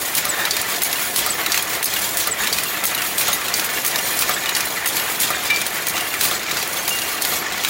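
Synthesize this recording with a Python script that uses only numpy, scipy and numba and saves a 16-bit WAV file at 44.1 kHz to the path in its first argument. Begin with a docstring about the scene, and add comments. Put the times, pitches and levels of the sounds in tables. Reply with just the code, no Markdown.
"""Wire mesh loom at close range

In a workshop of rumbling machines, a loom weaves about one pick a second in front of the microphone.
Decaying modes make the reed beat and small steel rings; shaped noise makes the clacks of the linkage.
Random ticks and noise make gear rattle and wire rustle; unsteady tones and pulses chirp and scrape.
The microphone moves back from the cloth, and a fast limiter ducks under the sharpest hits."""
import sys
import numpy as np
from scipy import signal
from scipy.fft import rfft, irfft
from scipy.io import wavfile
from scipy.ndimage import uniform_filter1d
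from numba import njit

SR = 44100
rng = np.random.default_rng(int(sys.argv[2]) if len(sys.argv) > 2 else 0)


def store_pcm(level_fs):
    """Save levels as 16-bit WAV."""
    pcm = np.round(np.clip(level_fs, -1, 1) * 32767).astype(np.int16)
    wavfile.write(sys.argv[1], SR, np.atleast_2d(pcm).T)


N = 339129
T = np.arange(N) / SR
TURN_S, FIRST_TURN_S = 1.01, 0.2505


def undb(db):
    """Decibels to amplitude gain."""
    return 10 ** (np.asarray(db) / 20)


def unit(x):
    """Scale to rms 1."""
    return x / np.sqrt(np.mean(x ** 2) + 1e-18)


def fade(t, t60):
    """Free decay, 60 dB down after t60 seconds (at least 4 ms)."""
    return np.exp(-np.log(1000) * t / np.maximum(t60, 0.004))


def add(out, s, sound):
    """Mix a sound in at time s."""
    i = max(int(s * SR), 0)
    out[i:i + len(sound)] += sound[:max(N - i, 0)]


def walk(rate):
    """Smooth random curve of spread 1, with about `rate` new values a second."""
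    k = max(int(SR / rate), 2)
    steps = np.repeat(rng.standard_normal(N // k + 1), k)
    return unit(uniform_filter1d(steps, k)[:N])


def colour(x, points):
    """Causal (minimum-phase) filter with the given outline of (pitch_hz, level_db)."""
    size = 4096
    hz, db = np.transpose(points)
    outline = np.interp(np.log(np.fft.rfftfreq(size, 1 / SR) + 1), np.log(hz), db)
    # folding the cepstrum onto positive time makes the filter causal
    cepstrum = irfft(np.log(undb(outline)))
    cepstrum[1:size // 2] *= 2
    cepstrum[size // 2 + 1:] = 0
    impulse = irfft(np.exp(rfft(cepstrum)))
    return signal.fftconvolve(x, impulse)[:len(x)]


def ring(modes, length, detune):
    """Sum of decaying modes (pitch_hz, level_db, t60_s), each slightly detuned at every blow."""
    t = T[:int(length * SR)]
    out = np.zeros(len(t))
    for hz, db, t60 in modes:
        pitch = hz * (1 + detune * rng.standard_normal())
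        out += undb(db) * fade(t, t60) * np.sin(2 * np.pi * pitch * t)
    return out


def struck(blows, modes, gain_db, detune):
    """One object rung by a list of blows (start_s, level_db)."""
    out = np.zeros(N)
    for s, db in blows:
        add(out, s, undb(db + gain_db) * ring(modes, length=1 / 2, detune=detune))
    return out


def steel(low_hz, high_hz, t60, length, count):
    """Ring of a small steel part: modes scattered over a band, a few of them strong."""
    t = T[:int(length * SR)]
    hz = rng.uniform(low_hz, high_hz, (count, 1))
    phase = rng.uniform(0, 2 * np.pi, (count, 1))
    strength = unit(rng.exponential(size=(count, 1)))
    modes = strength * np.sin(2 * np.pi * hz * t + phase)
    return np.sqrt(2 / count) * modes.sum(axis=0) * fade(t, t60)


def rattle(rate, spread_db, low_hz, high_hz, t60, count):
    """Many loose parts, each ticking at random with its own ring; `rate` is all ticks per second."""
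    out = np.zeros(N)
    for _ in range(count):
        part = steel(low_hz, high_hz, t60, length=1 / 20, count=24)
        when, size = rng.random(size=(4000, 2))[:int(rate * N / SR / count)].T
        strength = undb(-spread_db * np.log(size + 0.019))  # a few ticks are strong
        taps = np.bincount((when * N).astype(int), strength, N)
        out += signal.oaconvolve(taps, part)[:N]
    return unit(out)


def turn_start(k):
    """Time at which turn k begins."""
    return FIRST_TURN_S + k * TURN_S


def every_turn(rows):
    """Repeat the rows of one turn, from the part-turn already under way at the start."""
    repeats = [(turn_start(k) + lag, *rest) for k in range(-1, len(TURNS)) for lag, *rest in rows]
    return [row for row in repeats if 0 <= row[0] < N / SR]


def cyclic(points):
    """The columns of a one-turn curve, repeated through time."""
    lag, *columns = np.transpose(points)
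    return [np.interp(T - FIRST_TURN_S, lag, column, period=TURN_S) for column in columns]


# microphone distance from the cloth: start_s [s], distance [0 close to 1 far]
DISTANCE = [(0, 0.078), (3.2, 0.084), (4.4, 0.27), (5.6, 0.4), (7.69, 1)]


def afar(s):
    """How far the microphone has moved back at time s, 0 to 1."""
    return np.clip(np.interp(s, *np.transpose(DISTANCE)), 0, 1)


# spectrum of the other machines: pitch_hz [Hz], level_db [relative dB per Hz]
SHOP_SPECTRUM = [(13, -28), (22, -22), (69, -6.5), (204, -1), (252, -4.5), (322, 2.5), (380, 1), (591, 0),
                 (652, 0.5), (743, 1), (875, -4.5), (1100, -3.5), (1430, -45), (2420, -120)]


def workshop():
    """Other machines: coloured noise and dull random ticks, swelling a little."""
    clatter = rattle(rate=260, spread_db=4.5, low_hz=156.0, high_hz=1274, t60=0.059, count=16)
    rumble = colour(rng.standard_normal(N) + undb(-13.5) * clatter, SHOP_SPECTRUM)
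    return unit(rumble) * undb(-34.85 + 0.43 * walk(7.4))


# steady drive tones: pitch_hz [Hz, mean], level_db [dB, mean]
DRIVE_TONES = [(700, -53), (764, -57.5)]


def drive_whine():
    """Faint whine of drives: sine tones with a slight waver in pitch and strength."""
    out = np.zeros(N)
    for hz, db in DRIVE_TONES:
        pitch = hz * (1 + 0.00398 * walk(13))
        tone = unit(np.sin(2 * np.pi * np.cumsum(pitch) / SR))
        out += undb(db + 2 * walk(5.6)) * tone
    return out


# gear load through one turn: start_s [s into the turn], level_db [relative dB]
GEAR_LOAD = [(.012, -27), (.06, -31), (.14, -27.5), (.22, -27.5), (.31, -29), (.40, -30.5), (.49, -27),
             (.55, -31), (.572, -24), (.592, -30), (.66, -27.5), (.77, -29), (.89, -29.5), (.94, -29),
             (.985, -29)]
# slow change of the rattle: start_s [s], level_db [dB change]
GEAR_SWELL = [(0, -2.5), (.6, 1.5), (1.05, -1.5), (1.6, .5), (2.1, -2), (2.7, 0.2), (3.5, 0), (4.2, -0.5),
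              (5.1, 1), (5.9, -1), (6.6, 0), (7.69, -1)]
# spectrum of the gearing: pitch_hz [Hz], level_db [relative dB per Hz]
GEAR_SPECTRUM = [(400, -24.5), (750, -8.5), (1000, -6.5), (1250, -2), (1500, -2.5), (1850, -0.5),
                 (2500, -2.5), (3200, -9.5), (5000, -30.5)]


def gearing():
    """Gears rattle with the load: many ringing ticks and noise, swelling through each turn."""
    level = cyclic(GEAR_LOAD)[0] + np.interp(T, *np.transpose(GEAR_SWELL)) + 0.64 * walk(20)
    ticks = rattle(rate=380, spread_db=1, low_hz=399.7, high_hz=4493, t60=0.1, count=40)
    gears = ticks + 0.87 * rng.standard_normal(N)
    return unit(colour(gears, GEAR_SPECTRUM)) * undb(level + 1.0)


# wire rub through one turn: start_s [s into the turn], rustle_db, hiss_close_db, hiss_afar_db [relative dB]
WARP_RUB = [(.02, -25, -30, -28.5), (.10, -30.5, -31, -35), (.15, -28, -27.5, -39), (.235, -28, -31.5, -33),
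            (.29, -25, -23.5, -32), (.34, -27.5, -30.5, -31.5), (.41, -30, -31.5, -28),
            (.465, -27, -27, -28), (.555, -31, -33, -31.5), (.59, -28, -24.5, -34),
            (.65, -28.5, -30, -27.5), (.72, -29.5, -28.5, -30.5), (.79, -28, -26, -29.5),
            (.895, -30, -28, -32.5), (.93, -23.5, -19.5, -24.5), (.985, -27, -32, -24.5)]
# spectra of the two layers: pitch_hz [Hz], level_db [relative dB per Hz]
RUSTLE_SPECTRUM = [(1500, -0.5), (2500, -4), (3200, 0), (4200, 1.5), (5200, -1), (6700, -1), (8200, -10),
                   (11000, -28.5)]
HISS_SPECTRUM = [(5500, -23), (7500, -0.5), (8700, -0.5), (9500, 3.5), (10600, 2.5), (11700, 2), (13000, 2),
                 (14200, 3), (15300, 3.5), (16000, 3.5)]


def warp_wires():
    """Steel warp wires rub as the shed opens and closes: ringing ticks and noise, coloured twice."""
    rustle, hiss_close, hiss_far = cyclic(WARP_RUB)
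    hiss = hiss_close + (hiss_far - hiss_close) * afar(T)
    tension = 1.4 * walk(14)  # no two turns pull the wires alike
    jostle = walk(120)  # the wires catch and slip together
    ticks = rattle(rate=750, spread_db=3.5, low_hz=1806, high_hz=15860, t60=0.065, count=64)
    wires = ticks + 0.99 * rng.standard_normal(N)
    rustle_gain = undb(rustle + tension + 0.79 * jostle)
    hiss_gain = undb(hiss + tension + 2.0 + 0.68 * jostle + 0.2 * walk(180))
    return unit(colour(wires, RUSTLE_SPECTRUM)) * rustle_gain + unit(colour(wires, HISS_SPECTRUM)) * hiss_gain


# loose rods and wire ends: start_s [s], pitch_hz [Hz], level_db [relative dB], t60_s [s]
ROD_TINKLES = [(.535, 3649, -25, .2), (1.99, 9900, -29, .21), (2.02, 7330, -27.5, .2),
               (2.66, 2760, -26, 0.16), (3.549, 2400, -29, 0.17), (3.755, 2780, -28, .26),
               (4.04, 5700, -30, .16), (4.04, 8850, -26, 0.13), (4.47, 2920, -25.5, 0.25),
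               (5.94, 2780, -25, .11), (6.001, 2820, -25, .1), (6.052, 2770, -27, .12),
               (6.115, 2804, -25, .084), (6.465, 2347, -30, .2), (6.785, 6370, -24, .15),
               (6.908, 2804, -21, 0.46), (7.18, 2756, -28, 0.13)]


def tinkles():
    """Each thin rod or wire end rings with one decaying mode."""
    out = np.zeros(N)
    for s, hz, db, t60 in ROD_TINKLES:
        add(out, s, ring([(hz, db + 2.0, t60)], length=1 / 2, detune=0.00019))
    return out


# a flicked wire end: start_s [s], level_db [relative dB]
WIRE_FLICKS = [(3.330, -16)]
# its modes: pitch_hz [Hz], level_db [relative dB], t60_s [s]
WIRE_END_MODES = [(3750, -4.5, 0.088), (6420, -2, 0.069), (6965, -9, .08), (9990, -4.5, 0.13),
                  (10841, -13, .08), (14850, -2, .14), (15600, -9, .1)]


def wire_flicks():
    """A flicked wire end rings in its own modes."""
    return struck(WIRE_FLICKS, WIRE_END_MODES, gain_db=2.5, detune=0.0003)


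# blows on a steel bar: start_s [s], level_db [relative dB]
BAR_BLOWS = [(5.501, -10), (6.465, -43)]
# its modes: pitch_hz [Hz], level_db [relative dB], t60_s [s]
BAR_MODES = [(1800, -11, 0.18), (2255, -22, 0.16), (2347, 1.5, 0.39), (2230, -22, .25), (2890, -8, 0.11),
             (3630, -11, .22)]


def bar_clangs():
    """A struck steel bar rings in its own modes."""
    return struck(BAR_BLOWS, BAR_MODES, gain_db=-2.5, detune=0.0003)


# chirp and scrape, turn by turn (scrapes() reads it too):
# chirp_db [relative dB], scrape_start_s [s into the turn], scrape_length_s [s], scrape_db [relative dB]
TURNS = [(-14.5, .045, 0.19, -21), (-15.5, .12, 0.032, -22), (-15, .122, 0.076, -19), (-45, 0.14, .05, -30),
         (-21, .072, 0.021, -16.5), (-27, 0.04, 0.035, -19), (-23.5, 0.14, .05, -35), (-25, 0.13, .05, -39)]
# a dry bearing chirps twice after the beat:
# start_s [s into the turn], length_s [s], pitch_hz [Hz, mean], level_db [relative dB]
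BEARING_CHIRPS = [(0.038, 0.023, 7970, -2), (0.054, .017, 7240, -9)]
# wire sings in its guides: start_s [s], length_s [s], pitch_hz [Hz, mean], level_db [relative dB]
WIRE_SINGING = [(1.385, .07, 13300, -32), (2.630, .14, 12200, -29), (3.645, .029, 12015, -25),
                (3.740, 0.16, 11778, -31), (4.945, .1, 11700, -27), (5.950, .42, 12000, -39),
                (7.290, 0.16, 11800, -29)]


def squeaks():
    """Bearing and wire guides: short stick-slip tones with an unsteady pitch and strength."""
    out, drift, grip = np.zeros(N), walk(330), undb(3.5 * walk(300))
    tones = list(WIRE_SINGING)
    for k, (chirp_db, *_) in enumerate(TURNS):
        for lag, length, hz, db in BEARING_CHIRPS:
            tones.append((turn_start(k) + lag, length, hz, chirp_db + db))
    for s, length, hz, db in tones:
        span = slice(int(s * SR), min(int((s + length) * SR), N))
        tone = np.sin(2 * np.pi * np.cumsum(hz * (1 + 0.0074 * drift[span])) / SR)
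        shape = grip[span] * signal.windows.tukey(len(tone), 0.6)
        add(out, s, undb(db - 4.0) * unit(tone * shape))
    return out


# a small latch snaps with four of the strokes: start_s [s into the turn], level_db [relative dB, close]
LATCH_SNAPS = [(.003, -13), (.204, -17), (.584, -3), (.679, -11)]
# its modes: pitch_hz [Hz], level_db [relative dB], t60_s [s]
LATCH_MODES = [(3730, -29, .05), (4020, -43, .04), (11400, -5.5, 0.027), (11720, -20, .04),
               (14600, -20, .06)]


def latch():
    """A small latch rings in its own modes and is soon lost as the microphone moves back."""
    snaps = [(s, db - 31 * afar(s)) for s, db in every_turn(LATCH_SNAPS)]
    return struck(snaps, LATCH_MODES, gain_db=7.0, detune=0.0026)


def scrapes():
    """As the reed draws back, uneven stick-slip pulses ring a narrow resonance of the slide."""
    out = np.zeros(N)
    slide_hz, slips_hz, t60 = 1776, 259, 0.01
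    modes = [(slide_hz, 0, t60), (2.06 * slide_hz, -7, t60)]
    for k, (_, lag, length, db) in enumerate(TURNS):
        n = int(length * SR)
        phase = np.cumsum(slips_hz * undb(5.3 * walk(200)[:n])) / SR
        slips = np.diff(np.floor(phase), prepend=0) * signal.windows.tukey(n, 0.4)  # one pulse a cycle
        sound = signal.fftconvolve(slips, ring(modes, length=1 / 20, detune=0.0041))
        add(out, turn_start(k) + lag, undb(db - 6.5) * sound / (np.std(sound[:n]) + 1e-9))
    return out


# linkage blows, same order every turn: start_s [s into the turn], body_db, edge_db, sizzle_db [relative dB],
# pitch_hz [Hz, ring], ring_db [relative dB], afar_db [dB change at the far position]
LINKAGE_STROKES = [(.001, -19, -22, -15, 4030, -29, -17), (.2012, -18, -22.5, -22.5, 3920, -24.5, -5),
                   (.2585, -27, -15.5, -20.5, 4570, -21.5, -15),
                   (.3155, -21, -21, -18.5, 2480, -26.5, -7.5), (.3635, -36, -27, -19.5, 9660, -28.5, -6),
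                   (.568, -24, -21.5, -16, 2070, -35, -2.5), (.5835, -26, -23.5, -11.5, 6480, -21, -4),
                   (.596, -47, -19.5, -15.5, 10900, -24, -16), (.677, -22, -22.5, -27, 3900, -30, -6),
                   (.707, -28, -27.5, -29.5, 2830, -27.5, -1.5), (.91, -21, -17.5, -13, 9400, -20, -5),
                   (.94, -22.5, -23, -19.5, 2500, -32, 2)]
# a part with play knocks hard, on a stroke or between two: start_s [s], level_db [relative dB], pitch_hz [Hz]
HARD_KNOCKS = [(1.543, -17, 2070), (1.575, -18, 6300), (1.963, -26, 2880), (2.435, -24, 2670),
               (2.527, -27, 4660), (2.984, -26, 2820), (3.018, -21, 2640), (3.329, -24, 14740),
               (4.222, -17, 2430), (4.458, -23.5, 3650), (4.565, -18, 10780), (5.213, -28, 2080),
               (5.503, -29, 2410), (5.569, -27.5, 2440), (5.967, -24, 3950), (6.001, -30, 2850),
               (6.139, -24, 2400), (6.57, -23.5, 4580), (6.21, -18, 4020), (7.648, -9, 3890)]
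# colour of the knocks: body_db, edge_db, sizzle_db, ring_db [dB added to the knock level]
KNOCK_BALANCE = (3, -3.5, -3.5, -6)


def linkage():
    """Steel blows as (s, Hz, four levels): strokes, never quite alike, and the hard knocks."""
    play_s, force_scatter_db, ring_scatter = 0.0006, 1.1, 0.0045
    blows = []
    for s, body, edge, sizzle, hz, db, afar_db in every_turn(LINKAGE_STROKES):
        late, force, detune = rng.standard_normal(3)
        levels = np.array([body, edge, sizzle, db]) + afar_db * afar(s) + force_scatter_db * force
        blows.append((s + play_s * late, hz * (1 + ring_scatter * detune), levels))
    return blows + [(s, hz, db + np.array(KNOCK_BALANCE)) for s, db, hz in HARD_KNOCKS]


def clacks():
    """Levers and heald frames: noise that cracks, bounces within milliseconds and leaves a short ring."""
    crack_t60, tail_t60, ring_t60 = 0.013, 0.04, 0.038
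    out, t = np.zeros(N), T[:SR // 8]
    first = slice(SR // 125)  # levels are set over the first 8 ms
    contact = 1 - np.exp(-t / 0.00041)
    # each noise level is spread over the width of its band
    band_db = 10 * np.log10(np.array([2000, 4500, 8000]) / (SR / 2))
    for s, hz, levels in linkage():
        body, edge, sizzle, ring_db = levels + np.array([-3.5, 0.0, -0.5, 2.0])
        power = fade(t, crack_t60) ** 2 + (undb(11.0) * fade(t, tail_t60)) ** 2
        lags = np.cumsum(rng.uniform(0.18, 1, size=3)) * 0.0033
        for lag, bounce_db in zip(lags, (-8.5, -9, -9.5)):
            power += (undb(bounce_db) * fade(np.abs(t - lag), crack_t60) * (t > lag)) ** 2
        crack = np.sqrt(power) * contact * rng.standard_normal(len(t))
        low, mid, top = np.array([body, edge, sizzle]) - band_db
        outline = [(400, low - 18), (1400, low - 3), (2500, low), (4000, mid + 1),
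                   (7000, mid - 1), (10000, top), (13200, top - 3), (15300, top + 2)]
        add(out, s, colour(crack / np.std(crack[first]), outline))
        tone = contact * fade(t, ring_t60) * np.sin(2 * np.pi * hz * t)
        add(out, s, undb(ring_db) * tone / np.std(tone[first]))
    return out


# modes of the reed and its beam: pitch_hz [Hz], level_db [relative dB], t60_s [s]
REED_MODES = [(586, -9.5, 0.21), (716, -16, .16), (747, -2.5, 0.11), (1195, -3, 0.041), (1220, -2, 0.15),
              (1317, -4, 0.13), (1370, -8, 0.24), (1550, -16, 0.16), (1810, -24, .1), (2050, -30, 0.06)]
# how hard the reed beats the weft home, turn by turn: level_db [relative dB]
BEAT_LEVELS = [-19, -18.5, -19, -18.5, -16.5, -17.5, -20.5, -22.5]


def reed_beats():
    """Once a turn the reed knocks the weft home, and reed and beam ring in their modes."""
    beats = [(turn_start(k) + 0.00403, db) for k, db in enumerate(BEAT_LEVELS)]
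    return struck(beats, REED_MODES, gain_db=-1.5, detune=0.004)


def room(x, wet_db, t60):
    """Dull reflections from walls and neighbouring machines: a decaying noise tail."""
    t = T[:SR // 2]
    burst = rng.standard_normal(len(t)) * fade(t, t60) * (t > 0.008)
    tail = colour(burst, [(300, -8.0), (2500, -9.5), (7000, -14.5), (15000, -29)])
    return x + undb(wet_db) * signal.fftconvolve(x, tail / np.linalg.norm(tail))[:N]


def scene():
    """Heavy blows carry into the room; small rings and squeaks are close, over loom and workshop."""
    background = workshop() + drive_whine()
    running = gearing() + warp_wires()
    small = tinkles() + wire_flicks() + bar_clangs() + squeaks() + latch()
    blows = scrapes() + clacks() + reed_beats()
    return (background + running + small + room(blows, wet_db=-16, t60=0.16))[None]


@njit
def follow(power, attack, release):
    """Envelope that rises fast and falls more slowly."""
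    out, e = np.empty(len(power)), 0.
    for i in range(len(power)):
        e += (power[i] - e) * (attack if power[i] > e else release)
        out[i] = e
    return out


def limiter(x, top_db, attack_s, release_s):
    """Turns everything down for a moment when the envelope passes the ceiling."""
    envelope = follow(np.abs(x), 1 / (1 + attack_s * SR), 1 / (1 + release_s * SR))
    return x * np.minimum(1, undb(top_db) / (envelope + 1e-9))


def record(dry):
    """The microphone drops the deepest bass, a fast limiter holds the peaks, then the top is cut."""
    bottom_hz, top_hz = 53.5, 15850
    thin = signal.sosfilt(signal.butter(4, bottom_hz, "high", fs=SR, output="sos"), dry[0])
    held = limiter(thin, top_db=-6, attack_s=0.00005, release_s=0.016)
    return signal.sosfilt(signal.ellip(12, 0.1, 80, top_hz, fs=SR, output="sos"), held)[None]


dry = scene()
out = record(dry)
store_pcm(out)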